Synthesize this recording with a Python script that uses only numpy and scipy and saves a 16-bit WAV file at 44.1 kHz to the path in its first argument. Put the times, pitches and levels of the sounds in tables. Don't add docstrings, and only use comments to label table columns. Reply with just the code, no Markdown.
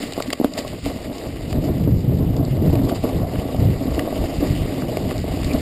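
import sys
import numpy as np
from scipy import signal
from scipy.io import wavfile
from scipy.ndimage import uniform_filter1d

SR = 44100
rng = np.random.default_rng(int(sys.argv[2]) if len(sys.argv) > 2 else 0)


def how_loud(loudness_db):
    steps = np.asarray(loudness_db, float) / 20
    return 10 ** steps


def dump_mix(stems):
    frames = np.atleast_2d(stems).T
    limited = np.clip(frames, -1, 1)
    pcm = np.round(limited * 32767).astype(np.int16)
    wavfile.write(sys.argv[1], SR, pcm)


N = 247386


def unit(x):
    return x / np.sqrt(np.mean(x ** 2) + 1e-20)


def in_time(rows):
    s, *columns = np.transpose(rows)
    return [np.interp(np.arange(N) / SR, s, column) for column in columns]


def swells(rows):
    s, *rises, length = np.transpose(rows)
    coarse_t = np.arange(0, N, 40)[:, None] / SR
    shape = np.exp(-(2 * (coarse_t - s) / length) ** 2)
    return [np.interp(np.arange(N) / 40, np.arange(len(shape)), shape @ rise) for rise in rises]


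def cut(x, hz, kind, order=2):
    return signal.sosfilt(signal.butter(order, hz, kind, fs=SR, output="sos"), x)


def drift(rate):
    r = np.exp(-40 * np.pi * rate / SR)
    noise = rng.standard_normal(N // 20 + 2002)
    slow = signal.lfilter([1], [1, -2 * r, r * r], noise)[2000:]
    return np.interp(np.arange(N) / 20, np.arange(len(slow)), unit(slow))


def grains(per_s, spread_db):
    sizes = how_loud(spread_db * np.minimum(rng.exponential(1, N), 4)) * rng.choice([-1, 1], N)
    return sizes * (rng.random(N) < per_s / SR) + 1e-18


def ring(clicks, hz, t60):
    r, w = how_loud(-60 / (t60 * SR)), 2 * np.pi * hz / SR
    return signal.lfilter([0, np.sin(w)], [1, -2 * r * np.cos(w), r * r], clicks)


# [t/s, stoniness level/dB, crunch level/dB, hardness/dB per octave]
TRAIL = [(0, -24.5, -37, -11), (.1, -31.5, -40, -1.5), (.3, -32.5, -39.5, 3), (.42, -30.5, -38, -1),
         (.8, -32.5, -44, -2), (1.05, -30, -41.5, -3), (1.4, -31.5, -43.5, -3), (1.6, -25.5, -43, -1),
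         (2.0, -30, -47.5, -4.5), (2.5, -26, -46, 3.5), (2.8, -21.5, -43, 0), (3.2, -24.5, -41.5, 2),
         (3.8, -27, -42.5, 2), (4.05, -22, -40.5, -1), (4.6, -25, -38, -1), (4.95, -24.5, -42, 0),
         (5.4, -25.5, -39.5, 1.5), (5.61, -24.5, -37.5, -1)]
# [t/s at the crest,
# rumble rise/dB, crunch rise/dB, length/s]
BUMPS = [(.37, -3.5, -5.5, 0.14), (.45, 14.5, 3, 0.032), (.5, -4.5, -8, 0.12), (.585, 9.5, 6.5, 0.02),
         (.82, -11, 0.5, .05), (.89, 6, 0.5, 0.085), (1.1, 3, -4, 0.048), (1.25, 5, 0.5, 0.046),
         (1.55, 3.5, -2, 0.13), (1.7, 8, -0.5, .06), (1.87, 5, -3, 0.047), (2.11, 6.5, -1.5, 0.042),
         (2.22, 7.5, -1.5, 0.059), (2.39, 9, 0.5, 0.051), (2.51, -9, 4.5, 0.027), (2.7, 2.5, 0.5, 0.13),
         (2.9, -1.5, 2, 0.021), (2.96, 4.5, 0, 0.1), (3.01, -11, 0, 0.058), (3.05, 10, 0, 0.024),
         (3.26, -1, -6.5, 0.063), (3.64, 5.5, -1, 0.051), (3.86, 3, 1, .06), (4.0, 2.5, 3, 0.028),
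         (4.17, -2.5, 1.5, 0.028), (4.39, -6.5, -1.5, 0.061), (4.43, 7, 0, 0.035), (4.97, -1, 4, 0.019),
         (5.22, -13, 0, 0.05), (5.55, 8.5, 0, 0.017)]


def trail():
    stones_db, crunch_db, hard_db = in_time(TRAIL)
    rumble_rise, crunch_rise = swells(BUMPS)
    return stones_db + rumble_rise, hard_db, crunch_db, crunch_rise


# [f/Hz, level/dB, t60/s]
SHELL = [(273.3, 2.5, 0.054), (353.4, -5, 0.04), (458.6, -0.5, 0.025), (614.6, -1, 0.028),
         (678, -2.5, 0.018), (1120, -19, 0.04)]


def rumble(level_db, bright_db):
    bunched = how_loud(4.5 * np.tanh(0.25 * drift(42) + 0.5 * drift(67.5)))
    shaken = np.zeros(N)
    for hz, db, t60 in SHELL:
        contacts = grains(600, spread_db=2.5) * bunched
        shaken += how_loud(db + bright_db * np.log2(hz / 400)) * ring(contacts, hz, 0.91 * t60)
    return how_loud(level_db - 1.0) * unit(cut(shaken, 1610, "low", order=3)), bunched


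# [t/s, peak level/dB, share of the upper modes/dB per octave]
JOLTS = [(0.033, -16, -7), (0.175, -10.5, -2), (0.181, -14, 16), (0.201, -12, 18), (0.257, -20.5, 5),
         (2.888, -22, 0), (0.328, -12, 8), (0.442, 0.5, -2.5), (0.568, -23.5, 4), (0.646, -18.5, 28),
         (0.86, -11, 0.5), (1.872, -10, -30), (2.381, -26, -16), (1.526, -19, 7), (2.62, -10, -22),
         (3.036, -12.5, 14), (3.094, -15.5, 22), (3.216, -17.5, 4), (3.451, -14, -31), (3.543, -14, 12),
         (3.683, -13, -29), (3.852, -14, -20), (3.977, -10, -7), (4.073, -12.5, 17), (4.124, -11.5, 8),
         (4.424, -10.5, -26), (4.778, -14.5, -15), (4.968, -8, 2), (5.114, -12.5, 3), (5.239, -12.5, 0)]
# [t/s, peak level/dB, share of the upper modes/dB per octave]
DAMPED = [
    (.397, -7, -12),
    (.410, -8, -5),
]


def jolts():
    out = np.zeros(N)
    span = np.arange(round(.15 * SR))
    push = np.exp(-((span / SR - .0030) / 0.00035) ** 2)
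    push = cut(push, 320, "high")
    for rows, stretch in ((JOLTS, 0.88), (DAMPED, 0.54)):
        for s, peak_db, upper_db in rows:
            hit = np.zeros(len(span))
            for hz, db, t60 in SHELL:
                mode_db = db + upper_db * np.log2(hz / 400) + rng.normal(0, 2.0)
                hit += how_loud(mode_db) * ring(push, hz, t60 * stretch)
            at = round(s * SR)
            out[at:at + len(span)] -= (how_loud(peak_db) * hit / np.abs(hit).max())[:N - at]
    return out


# [t/s at the crest, length/s, level/dB]
AFTERSHAKE = [
    (.288, .025, -23),
    (.52, .11, -31),
]


def quiver():
    t, swell = np.arange(N) / SR, np.zeros(N)
    for s, length, db in AFTERSHAKE:
        swell += how_loud(db) * np.exp(-(2 * (t - s) / length) ** 4)
    hz, _, t60 = SHELL[0]
    ringing = ring(grains(400, spread_db=2), hz, t60)
    return swell * unit(ring(ringing, hz, t60 / 4))


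# [f/Hz, width/Hz, level/dB]
CAVITY = [(1134, 170, -5.5), (1995, 358, -0.5), (2894, 435, 1), (3664, 530, -0.5), (4840, 607, 2.5)]


def cavity(x, dull_db, patches_db):
    out = 0
    for k, (hz, width, level_db) in enumerate(CAVITY):
        r = np.exp(-np.pi * width / SR)
        poles = [2, -4 * r * np.cos(2 * np.pi * hz / SR), 2 * r * r]
        peak = signal.lfilter([1 - r * r, 0, r * r - 1], poles, x)
        mode_db = level_db - dull_db * np.log2(hz / 2800) + patches_db[k]
        out = out + (-1) ** k * how_loud(mode_db) * peak
    return out


def crunch(level_db, bunched):
    crackle = unit(grains(2500 * how_loud(3.5 * drift(30)), spread_db=2.5) * bunched ** 1.1)
    hiss = rng.standard_normal(N) * how_loud(0.5 * drift(24))
    patches_db = [1.49 * drift(21.0) for _ in CAVITY]
    return how_loud(level_db + 0.5) * unit(cavity(0.65 * crackle + 0.76 * hiss, 3, patches_db))


# [t/s, peak level/dB, dullness/dB per octave]
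SNAPS = [(0.026, -26, -5), (0.1328, -19.5, -8), (0.2, -15, 46), (0.2217, -14, -5), (0.2756, -26, 0),
         (0.302, -14.5, 6), (0.3267, -9.5, -1), (0.33, -9, 3), (0.4433, -14.5, 6), (0.535, -19, -17),
         (0.588, -14.5, -27), (0.677, -22.5, -8), (0.855, -18.5, 9), (0.898, -23.5, 16), (1.1805, -24, -22),
         (1.526, -18.5, 6.5), (2.364, -26.5, -6), (2.4487, -23, -20), (2.753, -20, 2), (5.4305, -22, 8),
         (2.894, -21, 23), (3.355, -24, 12), (3.9447, -22, 7.5), (3.9917, -11, 11.5), (4.82, -20.5, 22),
         (4.969, -18.5, 9), (5.108, -18.5, 16), (5.1784, -21.5, -15.5), (5.444, -19, -6),
         (5.533, -21.5, -15)]


def snaps():
    out, t = np.zeros(N), np.arange(round(.06 * SR)) / SR
    fade = np.minimum(t / 0.00148, 1) ** 2 * np.exp(-t / 0.002)
    for s, peak_db, dull_db in SNAPS:
        burst = rng.standard_normal(len(t)) * fade
        snap = cavity(burst, dull_db, rng.normal(0, 1.5, len(CAVITY)))
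        at = round(s * SR)
        out[at:at + len(t)] += (how_loud(peak_db - 2.0) * snap / np.abs(snap).max())[:N - at]
    return out


# [t/s, level/dB, length/s]
SCUFFS = [
    (0.01, -35, 0.058),
    (0.569, -30.5, 0.051),
    (0.835, -36, 0.092),
    (1.492, -39.5, 0.057),
    (2.887, -35, 0.024),
    (2.945, -37, 0.044),
    (3.026, -37.5, 0.036),
    (3.923, -41, 0.058),
    (5.108, -36.5, 0.023),
]


def scuffs():
    t, swell = np.arange(N) / SR, np.zeros(N)
    for s, level_db, length in SCUFFS:
        swell += how_loud(level_db) * np.sin(np.pi * np.clip((t - s) / length, 0, 1) ** 0.56)
    leaves = cavity(grains(9000, spread_db=4), dull_db=0.5, patches_db=np.zeros(len(CAVITY)))
    return swell * unit(leaves)


# [t/s, length/s, f/Hz, level/dB]
SQUEAK = (5.485, .05, 2450, -38)


def squeak():
    s, length, hz, level_db = SQUEAK
    swell = np.sin(np.pi * np.clip((np.arange(N) / SR - s) / length, 0, 1))
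    rubbed = ring(grains(4000, spread_db=10), hz, 0.0055)
    return how_loud(level_db) * swell * unit(ring(rubbed, hz, 0.0054))


# [t/s, level/dB]
AIRFLOW = [(0, -39.5), (.45, -42), (.63, -51), (.7, -33), (1.15, -48), (1.42, -35), (1.54, -22),
           (2.0, -22.5), (2.35, -19), (2.55, -21), (2.85, -18.5), (2.9, -28), (3.56, -33.5), (3.7, -21.5),
           (4.1, -38), (4.55, -28), (4.73, -35.5), (5.61, -30.5)]
# [t/s at the crest, buffeting rise/dB, heave rise/dB, length/s]
GUSTS = [(.43, -7, 6, .1), (.55, 1, -8, 0.2), (.85, 5, 2, 0.063), (.95, 15.5, 0, 0.037),
         (1.08, 11, 4, 0.059), (1.31, 1, 9, 0.088), (1.56, 4, 8, 0.072), (1.8, 4.5, -13, 0.21),
         (1.94, 7, 0, 0.077), (2.11, 7, -12, 0.13), (2.22, 4.5, -2, 0.044), (2.3, 9, 10, 0.033),
         (2.68, 5, 5, 0.14), (3.16, 9.5, 11, 0.04), (3.25, 3, 12, 0.11), (3.37, 13, -1, 0.089),
         (3.64, 12, 12, 0.16), (3.76, -2, 5, 0.078), (3.92, 0, 11, .12), (4.21, 2, 16.5, 0.15),
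         (4.39, 7, 20, 0.039), (4.51, 6, 15, 0.067), (4.63, -1, 15, 0.1), (4.8, 3, -9, 0.079),
         (4.88, 6.5, 5, 0.18), (5.05, 9, 5, 0.13), (5.19, 11.5, 14, 0.093), (5.3, 2, 11.5, 0.13),
         (5.45, 8, 9.5, .12)]


def airflow():
    flow_db, = in_time(AIRFLOW)
    buffet_rise, heave_rise = swells(GUSTS)
    heave_db = -35 + 0.46 * (flow_db + 30) + heave_rise + 3.5 * drift(4.8)
    return flow_db + buffet_rise, heave_db


def wind(heave_db, buffet_db):
    heave = cut(cut(rng.standard_normal(N), 85, "low"), 36.4, "high", order=3)
    eddies = cut(cut(grains(900, spread_db=0.0), 152, "low", order=3), 86.0, "high")
    spray = cut(cut(grains(900, spread_db=3.5), 490, "low", order=4), 123, "high")
    spray = unit(spray * how_loud(2.5 * drift(30)))
    buffet = unit(eddies * how_loud(1.17 * drift(26.0))) + how_loud(-13.5) * spray
    return how_loud(heave_db) * unit(heave) + how_loud(buffet_db) * buffet


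# [t/s, peak level/dB, width/s, direction 1 in or -1 out]
PUFFS = [
    (2.110, -8, .0015, 1),
    (2.293, -9, .0018, 1),
    (3.372, -13, .0015, 1),
    (4.188, -14, .0015, -1),
    (4.387, -9, .002, 1),
    (4.508, -2.5, .002, 1),
    (5.157, -12, .0015, -1),
    (5.447, -12, .0015, 1),
]


def puffs():
    t, out, calm = np.arange(N) / SR, np.zeros(N), np.ones(N)
    for s, peak_db, width, direction in PUFFS:
        out += direction * how_loud(peak_db) * np.exp(-((t - s) / width) ** 2)
        calm *= 1 - .8 * np.exp(-((t - s) / .012) ** 2)
    return cut(out + 1e-18, 50, "high"), calm


def scene():
    rumble_db, hard_db, crunch_db, crunch_rise = trail()
    buffet_db, heave_db = airflow()
    bright_db = hard_db - 0.38 * (buffet_db + 30) + 0.22 * crunch_rise
    shell, bunched = rumble(rumble_db, bright_db)
    tyres = crunch(crunch_db + crunch_rise, bunched) + snaps() + scuffs() + squeak()
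    pushes, calm = puffs()
    air = wind(heave_db, buffet_db) * calm + pushes
    return (shell + jolts() + quiver() + tyres + air)[None]


def starve(x, floor_db, follow):
    hz, _, z = signal.stft(x, SR, nperseg=2048)
    power = np.abs(z[:, :1020]) ** 2 + 1e-20
    band_db = 10 * np.log10(power.reshape(1, 102, 10, -1).mean(axis=2))
    loud_db = uniform_filter1d(np.median(band_db, axis=1, keepdims=True), size=5)
    centre = hz[5:1020:10]
    rise_db = np.where(centre > 5000, .4 * (centre / 1000 - 6), -40)[:, None]
    threshold_db = floor_db + rise_db + follow * (loud_db - loud_db.mean())
    kept = band_db > threshold_db + rng.normal(0, 1.5, band_db.shape)
    z[:, :1020] *= np.repeat(kept, 10, axis=1)
    return signal.istft(z, nperseg=2048)[1][:, :N]


# [up, down to 12 kHz, times each sample is held, up, down to the file rate]
HELD_RATE = (40, 147, 4, 147, 160)


def held_samples(x):
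    up, down, hold, up2, down2 = HELD_RATE
    held = np.repeat(signal.resample_poly(x, up, down, axis=1), hold, axis=1)
    steps = signal.resample_poly(held, up2, down2, axis=1)[:, :N]
    return signal.sosfilt(signal.cheby2(14, 26, 15250, fs=SR, output="sos"), steps)


def band_limit(x):
    return signal.sosfilt(signal.butter(12, 16460, fs=SR, output="sos"), x)


def record(dry):
    limited = dry / (1 + (dry / .72) ** 6) ** (1 / 6)
    steps = held_samples(cut(limited, 5470, "low", order=6))
    return band_limit(starve(steps, floor_db=-87.5, follow=0.38))


dry = scene()
out = record(dry)
dump_mix(out)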